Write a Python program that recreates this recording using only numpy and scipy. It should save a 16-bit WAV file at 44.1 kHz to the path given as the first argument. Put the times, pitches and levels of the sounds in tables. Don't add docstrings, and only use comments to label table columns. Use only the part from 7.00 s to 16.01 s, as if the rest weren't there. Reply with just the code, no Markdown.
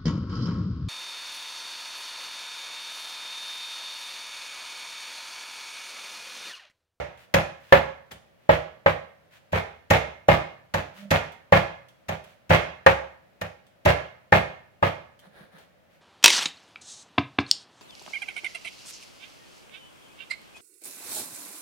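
import sys
import numpy as np
from scipy import signal
from scipy.fft import rfft, irfft
from scipy.io import wavfile

SR = 44100
rng = np.random.default_rng(int(sys.argv[2]) if len(sys.argv) > 2 else 0)


def unload_audio(sound):
    columns = np.transpose(np.atleast_2d(sound))
    steps = np.round(np.clip(columns, -1, 1) * 32767)
    wavfile.write(sys.argv[1], SR, steps.astype(np.int16))


N = 397339

# t/s, strength/dB, time through the meat/s, clack centre f/Hz, bone crack re strength/dB
BLOWS = [(-.094, -24.5, 0.0056, 730, -7.5), (.339, -24, .004, 970, -0.5), (0.7223, -24, 0.00058, 980, -8.5),
         (1.108, -51, .009, 1400, 1.5), (1.49, -24.5, 0.0016, 820, -24), (1.859, -28, .001, 971.1, -24),
         (2.519, -25.5, .0115, 1040, -19), (2.901, -20, .007, 1094, -6), (3.282, -20, 0.0033, 844, -19),
         (3.738, -29.5, 0.0047, 1070, -3.5), (4.105, -22.5, 0.0091, 940, -5),
         (4.521, -20, .0027, 1020, -18), (5.083, -33.5, .008, 1118, -6), (5.493, -18, 0.011, 1080, -21),
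         (5.862, -24.5, 0.00074, 1114, -5.5), (6.411, -38, .0045, 1150, -2),
         (6.85, -19.5, 0.0083, 830.3, -13), (7.32, -20.5, 0.0035, 1404, -20.5),
         (7.823, -26, 0.0027, 1130, -28)]
# f/Hz, relative level/dB per Hz
CRACK_SPECTRUM = [(300, 6), (900, 0.5), (2000, 7.5), (3500, 0), (5000, -6.5), (6600, -6), (9000, -17.5),
                  (13000, -12), (16000, -19)]
# nominal f/Hz, nominal level/dB, t60/s
BLOCK_BENDING_MODES = [(517.1, -2.5, .1), (556.1, 0, 0.15), (612.3, 5, 0.052), (681, -7.5, 0.07)]
# nominal f/Hz, nominal level/dB, t60/s
BLOCK_CLACK_MODES = [(833.5, 0.5, .07), (1007, -6, 0.026), (1159, -3.5, .045), (1240, -4, 0.0043),
                     (1594, -4, 0.024), (1660, -7.5, 0.08), (1828, 0, 0.054)]
# f/Hz, relative level/dB per Hz
WOOD_SPECTRUM = [(100, -26), (200, -12.5), (400, -4), (600, -2), (1000, -3), (1800, -5), (2300, -6),
                 (3200, -15.5), (5000, -32), (8000, -44.5), (16000, -49.5)]
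# nominal f/Hz, nominal level/dB, t60/s, left minus right/dB
TABLE_TOP_MODES = [(57.7, -13, 0.28, -0.5), (72.4, -9, 0.37, 2.5), (97.8, -1.5, .21, 0),
                   (128.5, -7.5, 0.22, -5), (160.3, -1.5, 0.15, -2.5), (201.7, -8, 0.16, -7),
                   (263.8, -14.5, 0.22, -4), (369, -11, 0.24, 6.5)]
# f/Hz, relative level/dB per Hz
RATTLE_SPECTRUM = [(200, -7.5), (400, -3), (600, 5.5), (1100, -4), (1700, -4), (2500, -6), (3500, -15),
                   (5000, -24.5), (6500, -30.5), (9000, -36.5), (16000, -34.5)]
# f/Hz, relative level/dB, t60/s
LOOSE_STEEL_MODES = [(1703, -8, 0.22), (2135, -2, 0.082), (2410, -13.5, 0.22), (3250, -17, 0.099),
                     (6500, -34.5, 0.24)]
# t/s, length/s, nominal level/dB
MEAT_SHIFTS = [(.16, 0.11, -56), (0.565, 0.3, -56.5), (1.385, 0.15, -69), (2.302, 0.1, -55.5),
               (3.93, 0.13, -50.5), (5.225, .14, -59.5), (8.574, 0.092, -60), (8.89, 0.10273, -65)]
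# f/Hz, relative level/dB per Hz
SQUELCH_SPECTRUM = [(300, -20), (900, -2.5), (1700, 3.5), (3000, 1), (5000, -9.5), (9000, -16),
                    (16000, -15)]
# t/s, length/s, nominal level/dB
BLADE_SCRAPES = [(8.208, 0.09013, -55), (8.314, 0.17, -51.5), (8.506, 0.13, -52.5)]
# f/Hz, relative level/dB per Hz
SCRAPE_SPECTRUM = [(300, 1), (600, 6), (1100, -3), (1700, 4), (2700, -11.5), (4000, -7.5), (4700, -17),
                   (5300, -19), (6000, -24), (8500, -30), (9700, -14), (10800, -24), (16000, -24)]
# t/s, length/s, level before stereo balance/dB
BLOCK_DRAGS = [(3.94, 0.179, -48.5), (8.26, 0.034, -56), (8.404, 0.019, -51), (8.533, 0.036, -57.5)]
# t/s, nominal level/dB
WET_TICKS = [(.175, -48), (1.117, -31.5), (4.32, -41.5), (4.885, -43.5), (5.239, -42), (6.667, -49),
             (8.192, -42), (8.583, -44.5)]
# f/Hz, relative level/dB
ECHO_COLOUR = [(60, -20), (200, -2), (400, 1), (600, 3), (1000, -2.5), (2000, -4), (5000, -0.5), (9000, 1),
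               (16000, -3.5)]
# f/Hz, t60/s
ECHO_T60 = [(60, 0.85), (250, 0.41), (600, 0.43), (1200, 0.54), (2500, 0.49), (6000, 0.43), (10000, 0.32),
            (16000, 0.22)]
# f/Hz, relative level/dB per Hz
FLOOR_SPECTRUM = [(30, -16), (70, -3), (180, -1), (300, -9.5), (450, -8.5), (570, -0.5), (750, -7),
                  (1000, -14), (1700, -13), (2500, -16.5), (4000, -24), (8000, -33.5), (16000, -32.5)]

CLEAN_CUT_S, LANDING_DB, BRAKING_DB_PER_DOUBLING = .001, 13, 4
EVEN_CLACK_HZ, CLACK_DB_PER_OCTAVE = 965, 13.5
THUMP_DB, RATTLE_DB = -1.5, 1.0
FIRM_DB, RATTLE_GROWTH = -24, .15
PUSH_S, PUSH_SHARE = 0.0018, .2
HOP_S, HOP_DB = .032, -13
TICK_T60_S = 0.083
DRAG_HZ, DRAG_RISE_HZ_PER_S = 178.8, 130
CUTOFF_HZ = 16300


def from_db(db):
    return 10 ** (np.asarray(db) / 20)


def at_hz(points, hz):
    points = np.array(points)
    return np.interp(np.log(hz), np.log(points[:, 0]), points[:, 1])


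def clock(length_s):
    return np.arange(int(length_s * SR)) / SR


BLOW_T_S = clock(.6)


def unit(x, length_s):
    mean_energy = np.mean(np.sum(x ** 2, axis=-1))
    return x / np.sqrt(mean_energy / (length_s * SR) + 1e-20)


def add(out, start_s, x):
    i = int(round(start_s * SR))
    a, b = max(i, 0), min(i + x.shape[-1], out.shape[-1])
    if b > a:
        out[..., a:b] += x[..., a - i:b - i]


def colour(x, spectrum):
    size = 4096
    hz = np.maximum(np.arange(size // 2 + 1) * SR / size, 1)
    cepstrum = irfft(np.log(from_db(at_hz(spectrum, hz))))
    cepstrum[1:size // 2] *= 2
    cepstrum[size // 2 + 1:] = 0
    impulse = irfft(np.exp(rfft(cepstrum)))
    return signal.fftconvolve(x, impulse[None], axes=-1)[:, :x.shape[-1]]


def ring(force, hz, t60_s):
    r, w = from_db(-60 / (t60_s * SR)), 2 * np.pi * hz / SR
    return signal.lfilter([0, np.sin(w)], [1, -2 * r * np.cos(w), r * r], force + 1e-18)


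def fade(t, t60_s):
    return np.exp(-np.log(1000) * t / t60_s)


def grains(t, per_s, spread_db):
    shape = (2, len(t))
    born = rng.random(shape) < per_s / SR
    size = from_db(spread_db * np.clip(rng.standard_normal(shape), -2, 2))
    return born * rng.choice([-1, 1], shape) * size


def alike_in_bass(x, hz=330):
    high_pass = signal.butter(2, hz, "high", fs=SR, output="sos")
    apart = signal.sosfilt(high_pass, (x[0] - x[1]) / 2)
    return (x[0] + x[1]) / 2 + apart * np.array([[1], [-1]])


def chop(strength_db, through_s, centre_hz, bone_db, close_db=-7.5, crack_close_db=-3.0):
    cut_doublings = np.log2(max(through_s, CLEAN_CUT_S / 10) / CLEAN_CUT_S)
    landing_db = strength_db + LANDING_DB - BRAKING_DB_PER_DOUBLING * cut_doublings
    lean_db = CLACK_DB_PER_OCTAVE * np.log2(centre_hz / EVEN_CLACK_HZ)
    knock_db, clack_db = landing_db - lean_db / 2, landing_db + lean_db / 2
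    jolt_db = strength_db + RATTLE_DB + RATTLE_GROWTH * (strength_db - FIRM_DB)

    crack = from_db(strength_db + bone_db) * bone_crack(through_s)
    crack = alike_in_bass(crack * from_db([[.8], [-.8]]))

    block, table = np.zeros((2, 2, len(BLOW_T_S)))
    landing = block_knock(knock_db, clack_db, centre_hz)
    add(block, through_s, landing + blade_ring(knock_db))
    hop_s = HOP_S * (1 + .15 * rng.standard_normal())
    add(block, through_s + hop_s, from_db(HOP_DB) * landing)

    add(table, through_s, alike_in_bass(rattle(jolt_db) * from_db([[-.8], [.8]])))
    thump = table_thump(PUSH_S + PUSH_SHARE * through_s)
    add(table, through_s / 2, from_db(strength_db + THUMP_DB) * thump)

    sent = from_db(crack_close_db) * crack + from_db(close_db) * block + table
    return crack + block + table, sent


def bone_crack(through_s, snap_t60_s=.048, rise_s=0.0013, splinter_db=-7.0, splinter_t60_s=0.07):
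    after_s = np.maximum(BLOW_T_S - through_s, 0)
    entering = 1 - np.exp(-BLOW_T_S / (rise_s + through_s / 2))
    fibres = grains(BLOW_T_S, per_s=16000, spread_db=7.0) * entering * fade(after_s, snap_t60_s)
    splinters = grains(BLOW_T_S, per_s=490, spread_db=5.5) * entering * fade(after_s, splinter_t60_s)
    tearing = unit(fibres, 0.018) + from_db(splinter_db) * unit(splinters, 0.0074)
    return unit(colour(tearing, CRACK_SPECTRUM), 0.063)


def block_knock(knock_db, clack_db, centre_hz, focus_db=2.5, wood_db=-0.5, wood_t60_s=0.16, cushion_s=0.0022):
    swell = 1 - np.exp(-BLOW_T_S / cushion_s)
    noise = rng.standard_normal((2, len(BLOW_T_S))) * fade(BLOW_T_S, wood_t60_s)
    wood = unit(colour(noise, WOOD_SPECTRUM), 0.016)
    clack = block_modes(BLOCK_CLACK_MODES, contact_s=.003) + from_db(wood_db) * wood
    focus = [(centre_hz / np.sqrt(2), 0), (centre_hz, focus_db), (centre_hz * np.sqrt(2), 0)]
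    clack = unit(colour(clack * swell, focus), 0.024)
    knock = unit(block_modes(BLOCK_BENDING_MODES) * swell, 0.032) * from_db([[-1.4], [1.]])
    return from_db(knock_db) * knock + from_db(clack_db) * clack


def block_modes(modes, contact_s=.0009, vary_db=2.5, detune=.018, path_s=.0002, lag_s=0.00038):
    out = np.zeros((2, len(BLOW_T_S)))
    for hz, db, t60_s in modes:
        pitch_hz = hz * (1 + detune * rng.standard_normal())
        gain = from_db(db + vary_db * rng.standard_normal())
        mode = gain * np.sin(2 * np.pi * pitch_hz * BLOW_T_S) * fade(BLOW_T_S, t60_s)
        start_s = rng.random() * contact_s
        add(out[0], start_s, mode)
        add(out[1], start_s + lag_s + path_s * rng.standard_normal(), mode)
    return unit(out, 0.024)


def blade_ring(knock_db, hz=12308, t60_s=.14, ring_db=-14.5):
    tone = np.sin(2 * np.pi * hz * BLOW_T_S) * fade(BLOW_T_S, t60_s)
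    return from_db(knock_db) ** 3 * from_db(ring_db) * tone


def table_thump(push_s, rebound_s=.031, rebound=0.43, vary_db=2.5, detune=0.025):
    force, out = np.zeros(len(BLOW_T_S)), 0
    push = BLOW_T_S / push_s * np.exp(-2 * np.pi * BLOW_T_S / push_s)
    add(force, 0, push)
    add(force, rebound_s, rebound * push)
    for k, (hz, db, t60_s, pan_db) in enumerate(TABLE_TOP_MODES):
        mode = ring(force, hz * (1 + detune * rng.standard_normal()), t60_s)
        gain = (-1) ** k * from_db(db + vary_db * rng.standard_normal())
        out = out + gain * mode * from_db([[pan_db / 2], [-pan_db / 2]])
    return unit(out, .065)


def rattle(jolt_db, airborne_s=0.035, spread_s=.024, steel_db=-10.0, loose_above_db=-14.5):
    cluster = np.exp(-.5 * ((BLOW_T_S - airborne_s) / spread_s) ** 2)
    contacts = grains(BLOW_T_S, per_s=1100, spread_db=4.0) * cluster
    steel = sum(from_db(db) * unit(ring(contacts, hz, t60_s), 0.092) for hz, db, t60_s in LOOSE_STEEL_MODES)
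    ringing_db = steel_db + min(jolt_db - loose_above_db, 0) / 2
    clatter = unit(colour(contacts, RATTLE_SPECTRUM), 0.079)
    return from_db(jolt_db - 2.5) * (clatter + from_db(ringing_db) * steel)


def shift(length_s, db, spectrum):
    t = clock(length_s)
    catches = grains(t, per_s=2500, spread_db=3.5) * np.sin(np.pi * t / length_s)
    return from_db(db - 3.5) * unit(colour(catches, spectrum), length_s)


def drag(length_s, db, third_db=-10.0, rough=0.33, waver_s=0.009):
    t = clock(length_s)
    speed = np.sin(np.pi * t / length_s)
    hz = DRAG_HZ + DRAG_RISE_HZ_PER_S * length_s * speed
    phase = 2 * np.pi * np.cumsum(hz) / SR
    grip = 1 + rough * np.interp(t / waver_s, np.arange(len(BLOW_T_S)), rng.standard_normal(len(BLOW_T_S)))
    hum = (np.sin(phase) + from_db(third_db) * grip * np.sin(3 * phase)) * grip * speed
    return from_db(db) * unit(hum, length_s) * from_db([[-4.], [1.5]])


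def tick(db, t60_s):
    smack = grains(BLOW_T_S, per_s=5000, spread_db=6.0) * fade(BLOW_T_S, t60_s)
    spectrum = [(500, -11.5), (2600, -5), (3300, 6), (4000, -6.5), (16000, -13.5)]
    return from_db(db - 8.5) * unit(colour(smack, spectrum), 0.004)


def kitchen(first_s=0.0033, build_s=0.0051):
    t = clock(.9)
    edges_hz = np.geomspace(45, 17000, 15)
    out = 0
    for low_hz, high_hz in zip(edges_hz, edges_hz[1:]):
        band_pass = signal.butter(2, [low_hz, high_hz], "band", fs=SR, output="sos")
        band = signal.sosfilt(band_pass, rng.standard_normal((2, len(t))))
        hz = np.sqrt(low_hz * high_hz)
        out = out + band * from_db(at_hz(ECHO_COLOUR, hz)) * fade(t, at_hz(ECHO_T60, hz))
    return out * np.clip((t - first_s) / build_s, 0, 1) / np.sqrt(SR)


def quiet_room(db):
    return from_db(db) * unit(colour(rng.standard_normal((2, N)), FLOOR_SPECTRUM), N / SR)


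def scene(room_db=11.0, floor_db=-61.0):
    small = [(s, shift(length_s, db, SQUELCH_SPECTRUM)) for s, length_s, db in MEAT_SHIFTS]
    small += [(s, shift(length_s, db, SCRAPE_SPECTRUM)) for s, length_s, db in BLADE_SCRAPES]
    small += [(s, drag(length_s, db)) for s, length_s, db in BLOCK_DRAGS]
    small += [(s, tick(db, TICK_T60_S)) for s, db in WET_TICKS]
    sounds = [(s, *chop(*blow)) for s, *blow in BLOWS]
    sounds += [(s, x, x) for s, x in small]
    room = from_db(room_db) * alike_in_bass(kitchen()) * from_db([[-1.3], [1.3]])
    out = quiet_room(floor_db)
    for s, direct, sent in sounds:
        add(out, s, direct)
        add(out, s, signal.fftconvolve(sent, room, axes=-1))
    return out


def record(dry, low_cut_hz=55):
    x = signal.sosfilt(signal.butter(2, low_cut_hz, "high", fs=SR, output="sos"), dry)
    rounded = x / (1 + x ** 6) ** (1 / 6)
    return signal.sosfilt(signal.ellip(10, .1, 80, CUTOFF_HZ, fs=SR, output="sos"), rounded)


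dry = scene()
out = record(dry)
unload_audio(out)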